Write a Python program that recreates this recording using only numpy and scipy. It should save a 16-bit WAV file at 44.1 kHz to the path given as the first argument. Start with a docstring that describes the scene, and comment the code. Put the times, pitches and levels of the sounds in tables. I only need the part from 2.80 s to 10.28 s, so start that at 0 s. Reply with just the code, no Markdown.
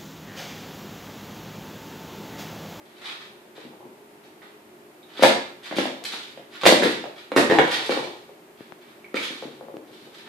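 """An appliance hums in a live kitchen as kibble slides faintly inside a hollow, weighted plastic toy.
A puppy shuffles its paws and noses the toy over laminate boards: dull bumps, a low roll, a lone ping.
Then the toy tips, knocks and chatters on boards and cabinet doors, ringing as its kibble bursts and slides.
Late knocks, bumps and paw steps follow as it rocks upright. Blows are decaying modes, kibble is random
impacts, and two microphones of a hand-held camera hear them from above, overloading at full scale."""
import sys
import numpy as np
from scipy import signal
from scipy.fft import rfft, irfft
from scipy.io import wavfile
from scipy.ndimage import uniform_filter1d

SR = 44100
rng = np.random.default_rng(int(sys.argv[2]) if len(sys.argv) > 2 else 0)


def wrap_up_sound(samples):
    """Save the sound to the file named by the first command line argument, as 16-bit audio."""
    columns = np.atleast_2d(samples).T
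    # keep every value between -1 and 1, then stretch to whole-number steps
    tamed = np.clip(columns, -1, 1)
    steps = np.round(tamed * 32767).astype(np.int16)
    wavfile.write(sys.argv[1], SR, steps)


N = 329956


def amp(db):
    """Level law: 20 dB is a factor of ten in amplitude."""
    return 10 ** (np.asarray(db) / 20)


def unit(x):
    """Normalisation by the root mean square."""
    return x / np.sqrt(np.mean(x ** 2) + 1e-20)


def read(points, hz):
    """Interpolation of a spectrum on a logarithmic frequency axis."""
    f, value = np.transpose(points)
    return np.interp(np.log(hz + 1), np.log(f + 1), value)


def add(mix, s, sound):
    """Superposition: pressures add, here from time s onwards."""
    part = mix[max(round(s * SR), 0):][:len(sound)]
    part += sound[:len(part)]


def decay_60(t, t60):
    """Exponential damping: the level falls by 60 dB in t60 seconds."""
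    return np.exp(-np.log(1000) * t / t60)


def ring(hz, t60):
    """Modal vibration: a struck mode is an exponentially damped sine."""
    t = np.arange(SR // 2) / SR
    return np.sin(2 * np.pi * hz * t) * decay_60(t, t60)


def flex(hz, t60, sweep, sweep_s=0.001, rise_s=0.00014):
    """Bending-wave dispersion: high waves arrive first on a thin board, so the pitch drops onto hz."""
    t = np.arange(SR // 2) / SR
    turns = hz * (t + sweep * sweep_s * (1 - np.exp(-t / sweep_s)))
    contact = 1 - np.exp(-t / rise_s)
    return np.sin(2 * np.pi * turns) * decay_60(t, t60) * contact


def radiated(x, corner_hz):
    """Radiation efficiency: small vibrating surfaces give off little deep bass."""
    return signal.sosfilt(signal.butter(3, corner_hz, "highpass", fs=SR, output="sos"), x)


def coloured(x, points):
    """Minimum-phase filtering: a causal response with the given spectrum shape and unit energy."""
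    log_gain = np.log(amp(read(points, abs(np.fft.fftfreq(2048, 1 / SR)))))
    # the Hilbert transform of the log gain yields the minimum phase
    taps = np.fft.ifft(np.exp(np.conj(signal.hilbert(log_gain)))).real
    return signal.oaconvolve(x, taps / np.linalg.norm(taps))[:len(x)]


PORTS_M = 0.16  # spacing of the two microphones


def diffuse(pair):
    """Diffuse-field coherence: two spaced microphones hear the bass alike, the treble independently."""
    a, b = rfft(pair)
    same = np.sinc(2 * np.fft.rfftfreq(pair.shape[1], 1 / SR) * PORTS_M / 343)
    mid = a * np.sqrt((1 + same) / 2)
    side = b * np.sqrt((1 - same) / 2)
    return irfft([mid + side, mid - side], pair.shape[1])


# spectrum shape of the steady air noise: (frequency [Hz], relative density [dB per Hz])
AIR_SPECTRUM = [(18, -77), (30, -35), (113, -21), (158, -14), (184, -18.5), (227, -8), (265, -16),
                (362, -9), (423, -8), (457, -18.5), (577, -13.5), (1100, -20.5), (2220, -24), (5650, -35.5),
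                (14800, -35)]
# partials of the appliance's hum: (frequency [Hz], rms level [dB])
HUM_PARTIALS = [(240, -88), (312, -62), (360.7, -58.5), (414.5, -62), (915, -72)]


def room_noise(air_db=-50.5, waver=0.47):
    """Stationary noise: diffuse filtered noise plus hum partials that waver in amplitude and phase."""
    air = diffuse(np.array([coloured(rng.standard_normal(N), AIR_SPECTRUM) for _ in range(2)]))
    t, knots = np.arange(N) / SR, np.linspace(0, N / SR, num=130)
    hum = 0
    for hz, db in HUM_PARTIALS:
        random_phasors = rng.standard_normal(len(knots)) + 1j * rng.standard_normal(len(knots))
        drift = np.interp(t, knots, random_phasors)
        partial = ((1 + waver * drift) * np.exp(2j * np.pi * hz * t)).real
        hum = hum + amp(db) * unit(partial)
    return amp(air_db) * unit(air) + hum


def pellets(size, per_s, spread_db):
    """Shot noise: random impacts of uneven strength and either sign, rms 1."""
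    strength = amp(spread_db * np.minimum(rng.exponential(1, size), 4))
    sign = rng.choice([-1, 1], size)
    struck = rng.random(size) < per_s / SR
    return unit(strength * sign * struck)


def rattle(speed, bright, clump_db=5.0):
    """Granular flow: pellets tumble in clumps and strike harder the faster they slide."""
    size = len(speed)
    # octaves from 3 kHz, held constant below 700 Hz and above 9 kHz
    octaves = np.log2(np.clip(np.fft.rfftfreq(size, 1 / SR), 700, 9000) / 3000)
    slow_noise = unit(uniform_filter1d(rng.standard_normal(size), size=400))
    clumps = unit(amp(clump_db * slow_noise))
    slide = speed * clumps * pellets(size, per_s=1700, spread_db=3.0)
    return irfft(rfft(slide) * amp(bright * octaves), size)


# resonances of the shell under the pellets: (frequency [Hz], width before Q is limited to 30 [Hz], gain [dB])
SHELL_RESONANCES = [(1870, 220, -3), (2330, 45, -2), (3620, 920, 4.5)]


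def shell(x):
    """Parallel resonance: the hollow plastic wall stresses a few bands."""
    wall = 0
    for hz, width, db in SHELL_RESONANCES:
        b, a = signal.iirpeak(hz, min(hz / width, 30), fs=SR)
        wall = wall + amp(db) * signal.lfilter(b, a, x)
    return x + wall


# spectrum shape of kibble on plastic: (frequency [Hz], relative density [dB per Hz])
KIBBLE_SPECTRUM = [(40, -59), (150, -23), (500, -12.5), (900, -3.5), (1300, -1), (2800, -3.5), (4500, -7),
                   (6000, -14), (9000, -18.5), (12000, -21), (15000, -37)]
# jolts throw the kibble at the wall:
# (time [s], relative level [dB], settling time constant [s], brightness [dB per octave])
KIBBLE_JOLTS = [(0.751, -48, 0.07, -1.5), (1.434, -49.5, 0.012, 1), (1.612, -50.5, 0.041, -5),
                (2.419, -21.5, 0.039, 4.5), (2.954, -31, 0.055, 3), (3.237, -35, 0.02, 3.5),
                (3.805, -36, 0.12, -1), (3.847, -19.5, 0.033, 6), (4.02, -31, 0.067, 2),
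                (4.356, -48.5, 0.064, -1), (4.558, -20.5, 0.023, 7.5), (4.698, -39, 0.18, 3),
                (5.095, -34, 0.087, 1), (6.353, -32, 0.038, 1.5), (6.559, -50, 0.11, -0.5),
                (7.241, -40.5, 0.0068, 0), (7.459, -45, 0.051, -5.5)]
# kibble slides as the toy leans over:
# (start [s], swell time [s], relative level [dB], brightness [dB per octave])
KIBBLE_SLIDES = [(0.028, 0.033, -60, 1), (.13, .16, -40.5, -1), (2.27, .14, -38, -1.5),
                 (2.799, 0.079, -39.5, 0), (3.23, 0.1, -40.5, 1.5), (3.678, 0.053, -46, -1),
                 (4.859, 0.049, -29, 0.5), (4.988, 0.03, -37.5, 3), (5.73, 0.073, -58.5, -2),
                 (5.97, 0.051, -57.5, -2.5), (6.39, 0.027, -35, 1), (7.04, 0.095, -52.5, 1.5),
                 (7.309, 0.037, -49, 0.5)]
THROW_S = 0.008  # time for thrown pellets to reach the wall
SLIDE_SETTLE_S, SLIDE_GROWTH = 0.091, 1.46  # time constant of coming to rest; power of time while swelling


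def kibble(jolt_db=-3, slide_db=-3):
    """Impact noise of loose grains: a burst at each jolt, a swell at each lean, both dying away."""
    t, out = np.arange(SR * 3 // 4) / SR, np.zeros(N)
    for s, swell, db, bright in KIBBLE_SLIDES:
        gathering = np.minimum(t / swell, 1) ** SLIDE_GROWTH
        speed = gathering * np.exp(-np.maximum(t - swell, 0) / SLIDE_SETTLE_S)
        add(out, s, amp(db + slide_db) * rattle(speed, bright))
    for s, db, settle, bright in KIBBLE_JOLTS:
        speed = np.minimum(t / THROW_S, 1) * np.exp(-np.maximum(t - THROW_S, 0) / settle)
        add(out, s, amp(db + jolt_db) * rattle(speed, bright))
    return shell(coloured(out, KIBBLE_SPECTRUM))


# the puppy shuffles its paws: (start [s], end [s], relative level [dB])
PAW_SHUFFLES = [(.5, 1.15, -50), (1.44, 1.72, -41), (6.7, 7.3, -31.5)]
STEPS_PER_S, STEP_HZ = 16, 330  # mean rate and central pitch
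STEP_SPREAD_DB, STEP_SPREAD_OCTAVES = 1.5, 0.43  # largest deviation either way


def steps():
    """Jittered periodicity: light paw steps vary about an even pace in timing, force and pitch."""
    rows = []
    for start, end, db in PAW_SHUFFLES:
        chance = rng.uniform(-1, 1, size=(40, 3))
        for s, (late, force, pitch) in zip(np.arange(start, end, 1 / STEPS_PER_S), chance):
            when = s + 0.5 * late / STEPS_PER_S
            hz = STEP_HZ * 2 ** (STEP_SPREAD_OCTAVES * pitch)
            rows.append((when, db + STEP_SPREAD_DB * force, hz))
    return rows


# soft bumps of paws and of the rocking toy on the boards: (time [s], relative level [dB], pitch [Hz])
SOFT_BUMPS = [(0.779, -25, 424), (0.85, -25, 230), (1.018, -33, 410), (1.053, -26, 250), (4.257, -21, 610),
              (5.493, -27.5, 420), (6.376, -22, 318), (6.505, -20, 295), (6.624, -16, 437),
              (6.653, -19.5, 278), (6.81, -21, 486), (6.884, -24, 540), (6.941, -19.5, 326),
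              (7.02, -28, 304)]


def bumps(level_db=-1, board_db=-11, board_hz=190):
    """Heavy damping: dull pushes on the floating floor die within hundredths of a second."""
    out = np.zeros(N)
    for s, db, hz in list(SOFT_BUMPS) + steps():
        push = flex(hz, t60=0.023, sweep=3.74, sweep_s=0.00047, rise_s=0.00084)
        board = amp(board_db) * ring(board_hz, t60=0.013)
        add(out, s, amp(db + level_db) * (push - board))
    return radiated(out, corner_hz=139)


def swing(length, peak=0.32):
    """Transient motion: the speed of one roll gathers, peaks at a share of its length and runs out."""
    u = np.arange(0, length, 1 / SR) / length
    return np.sin(np.pi * np.interp(u, [0, peak, 1], [0, 0.5, 1])) ** 2


# the ribbed toy rolls over the boards: (start [s], length [s], relative level [dB])
TOY_ROLLS = [(.76, 0.54, -48.5), (2.95, 0.53, -49), (3.903, 0.31, -37), (4.68, 0.23, -18),
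             (4.85, 0.6, -32.5)]


def rolling(level_db=-3):
    """Rolling excitation: ribs strike the boards at random in a low, uneven rumble."""
    out = np.zeros(N)
    for s, length, db in TOY_ROLLS:
        speed = swing(length)[:SR]
        ribs = pellets(SR, per_s=150, spread_db=5.5)[:len(speed)]
        add(out, s, amp(db + level_db) * speed * ribs)
    # (frequency [Hz], relative density [dB per Hz])
    return coloured(out, [(40, -36), (90, -20.5), (150, 1.0), (235, -24.0), (330, 11), (600, 2),
                          (1000, 4), (2500, -55), (9000, -66)])


# single pellets that ping on the shell: (time [s], relative level [dB], pitch [Hz])
PELLET_PINGS = [(1.6187, -35.5, 1980), (2.2303, -39, 3740), (2.374, -25, 3470), (6.2442, -31, 2260),
                (6.369, -11.5, 2290)]


def pings(level_db=-8):
    """Impulse response: a lone pellet rings the shell briefly."""
    out = np.zeros(N)
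    for s, db, hz in PELLET_PINGS:
        add(out, s, amp(db + level_db) * ring(hz, t60=0.019))
    return out


# knocks of the toy, and one early reflection 7 ms after the knock at 4.7865 s:
# (time [s], relative clack level [dB], clack pitch [Hz],
# relative thud level of the boards [dB], relative crack level of the shell [dB])
KNOCKS_AND_REFLECTION = [(2.3942, -22.5, 530, -24, -28), (2.966, -29, 555, -21, -22.5),
                         (2.985, -15, 562, -11.5, -12), (3.0552, -14, 595, -26, -26),
                         (3.336, -31, 800, -33.5, -25), (3.5748, -29, 562, -44, -32),
                         (3.8345, -36, 695, -25, -8.5), (3.89, -5, 495, -20, -19),
                         (3.9235, -2, 597, -5.5, -23), (4.057, -9.5, 404, -14, -26),
                         (4.2405, -22.5, 600, -34, -27), (4.518, -20.5, 500, -23, -18.5),
                         (4.7865, -4, 730, -12, -6), (4.7935, -5, 468, -15, -11.5),
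                         (5.094, -13, 480, -16.5, -19.5), (5.1205, -24, 505, -23, -13.5),
                         (5.1741, -15.5, 472, -24, -23), (6.3426, -17, 474, -18.5, -18)]
# the toy topples and chatters on floor or door: (time [s], gap between contacts [s],
# relative clack level [dB], clack pitch [Hz], relative thud level [dB], relative crack level [dB])
TOY_TUMBLES = [(2.4242, .0113, 4, 566, -13.5, -5.5), (2.912, .013, -21, 610, -31.5, -24.5),
               (3.8551, 0.0084, -0.5, 620, -14, -2.5), (4.023, .0105, -9.5, 460, -16, -11),
               (4.5632, .011, -10.5, 433, -10.5, -5.5), (4.699, .012, -8.5, 402, -17, -9.5)]
# contacts of every tumble, on the rim, then the weighted belly, then a rebound:
# (clack offset [dB], thud offset [dB], crack offset [dB])
TUMBLE_CONTACTS = [(-9, 3.5, 0), (-1, -2, 0), (-20, 4, -5.5)]


def contacts():
    """Repeated impact: knocks and one reflection, plus three evenly spaced contacts for each tumble."""
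    rows = list(KNOCKS_AND_REFLECTION)
    for s, gap, db, hz, boards_db, shell_db in TOY_TUMBLES:
        for k, (clack, thud, crack) in enumerate(TUMBLE_CONTACTS):
            rows.append((s + k * gap, db + clack, hz, boards_db + thud, shell_db + crack))
    return rows


# ring of the hollow toy, boards and doors: (frequency [Hz], relative level [dB], 60 dB decay time [s])
BODY_MODES = [(147.1, 2.5, 0.44), (214.7, 9, 0.2), (240.4, 6, 0.18), (277.4, 2.5, 0.16),
              (360.3, 15.5, 0.088), (533.4, 17, 0.04), (587.6, 5.5, 0.11), (728, -9.5, .3), (980, 10, 0.21),
              (1243, 4.5, 0.22), (1660, 18, .2), (1827, 4, .25), (1876, 13, 0.13)]


def knocks(thud_hz=265, thud_db=-1, clack_db=1, ring_db=-60):
    """Modal excitation: each contact clacks and thuds, and both set shell and woodwork ringing."""
    blows = np.zeros(N)
    for s, db, hz, boards_db, _ in contacts():
        rise_s = 0.00013 * amp(-0.25 * db)  # soft blows stay in contact longer
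        add(blows, s, amp(db + clack_db) * flex(hz, t60=0.024, sweep=0.56, rise_s=rise_s))
        # minus: opposite signs keep clack and thud from cancelling between their pitches
        add(blows, s, -amp(boards_db + thud_db) * flex(thud_hz, t60=0.029, sweep=0.83))
    body = sum(amp(db + ring_db) * ring(hz, t60) for hz, db, t60 in BODY_MODES)
    return radiated(blows + signal.oaconvolve(blows, body)[:N], corner_hz=155)


def cracks(crack_db=-5, crack_s=0.0023, hardening=0.1):
    """Nonlinear contact: the hard shell snaps in a noise burst, favouring strong clacks."""
    t, snaps = np.arange(SR // 10) / SR, np.zeros(N)
    for s, blow_db, _, _, db in contacts():
        snap = np.exp(-t / crack_s) * rng.standard_normal(len(t))
        add(snaps, s, amp(db + crack_db + hardening * blow_db) * snap)
    # (frequency [Hz], relative density [dB per Hz])
    return coloured(snaps, [(100, -14.5), (500, 1.5), (1000, -1.5), (1400, -3.5), (1900, -1.5),
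                            (2800, -8.5), (3800, -11.5), (5500, -23.5), (14000, -40.0)])


# dry ticks close to the microphones: (time [s], level [dB], pitch [Hz], left over right [dB])
NEAR_TICKS = [(3.242, -14, 7000, 5), (3.239, -21.5, 3780, 16), (5.8073, -23, 323, 6),
              (5.9224, -27.5, 1360, 21), (5.9233, -35, 503, 26), (6.9686, -21, 447, 6),
              (6.969, -27.5, 2600, -6)]


def ticks(cycles=3.1):
    """Near field: ticks so close that they carry no room, each losing 60 dB in a few cycles."""
    out = np.zeros((2, N))
    for s, db, hz, pan_db in NEAR_TICKS:
        tick = ring(hz, cycles / hz)
        add(out[0], s, amp(db + pan_db / 2) * tick)
        add(out[1], s, amp(db - pan_db / 2) * tick)
    return out


# reverberation of the kitchen: (frequency [Hz], 60 dB decay time [s])
KITCHEN_DECAY = [(120, 0.66), (400, 0.42), (1000, 0.51), (2800, 0.5), (7000, 0.47), (14000, 0.21)]


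def tail(build_s=0.0016):
    """Statistical reverberation: diffuse noise in which each band dies at its own rate."""
    hz, t, z = signal.stft(diffuse(rng.standard_normal((2, SR))), SR, nperseg=256)
    damped = z * decay_60(t, read(KITCHEN_DECAY, hz)[:, None])
    decay = signal.istft(damped, SR, nperseg=256)[1]
    build_up = 1 - np.exp(-(np.arange(decay.shape[1]) / SR / build_s) ** 2)
    decay = decay * build_up
    return decay / np.linalg.norm(decay[0])


# first reflections from doors and floor: (delay [s], relative level [dB])
FIRST_ECHOES = [(.0028, -28), (.0049, -18), (.0072, -13.5), (0.0162, -33)]


def kitchen(x, direct_db, wet_db, pan_db):
    """Room response: direct sound, echoes from alternate sides and four random tails that take turns."""
    t = np.arange(N) / SR
    near = np.array([x, x])
    for k, (delay, db) in enumerate(FIRST_ECHOES):
        lag = (-1) ** k * PORTS_M / 343 / 4
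        echo = np.array([np.interp(t - delay + side * lag, t, x, left=0) for side in (1, -1)])
        near = near + amp(db) * echo
    far = 0
    for k in range(4):
        # the tails fade in and out in turn, once a second each
        turn = np.maximum(np.cos(2 * np.pi * (t - k / 4)), 0)
        far = far + signal.oaconvolve((x * turn)[None], tail(), axes=1)[:, :N]
    balance = amp([[pan_db / 2], [-pan_db / 2]])
    return (amp(direct_db) * near + amp(wet_db) * far) * balance


def scene():
    """Superposition of toy, kibble, paws and room noise."""
    treats = kitchen(kibble(), direct_db=-4.0, wet_db=3.0, pan_db=-1.5)
    low = kitchen(bumps() + rolling(), direct_db=-3, wet_db=-2.5, pan_db=2.5)
    low = low + kitchen(knocks(), direct_db=0, wet_db=-2.5, pan_db=2.5)
    # the low sounds reach the left microphone five samples sooner
    low = np.array([low[0], np.roll(low[1], 5)])
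    sharp = kitchen(cracks() + pings(), direct_db=2.5, wet_db=7, pan_db=-3.5)
    return low + sharp + treats + radiated(ticks(), corner_hz=138) + room_noise()


def record(dry, edge_hz=14750):
    """Transducer limits: the camera thins the bass, overloads at full scale and limits the band."""
    thin = signal.sosfilt(signal.butter(1, 110, "highpass", fs=SR, output="sos"), dry)
    overloaded = np.clip(thin, -1, 1)
    band = signal.firwin(601, edge_hz, window=("kaiser", 8), fs=SR)
    return signal.oaconvolve(overloaded, band[None], "same")


dry = scene()
out = record(dry)
wrap_up_sound(out)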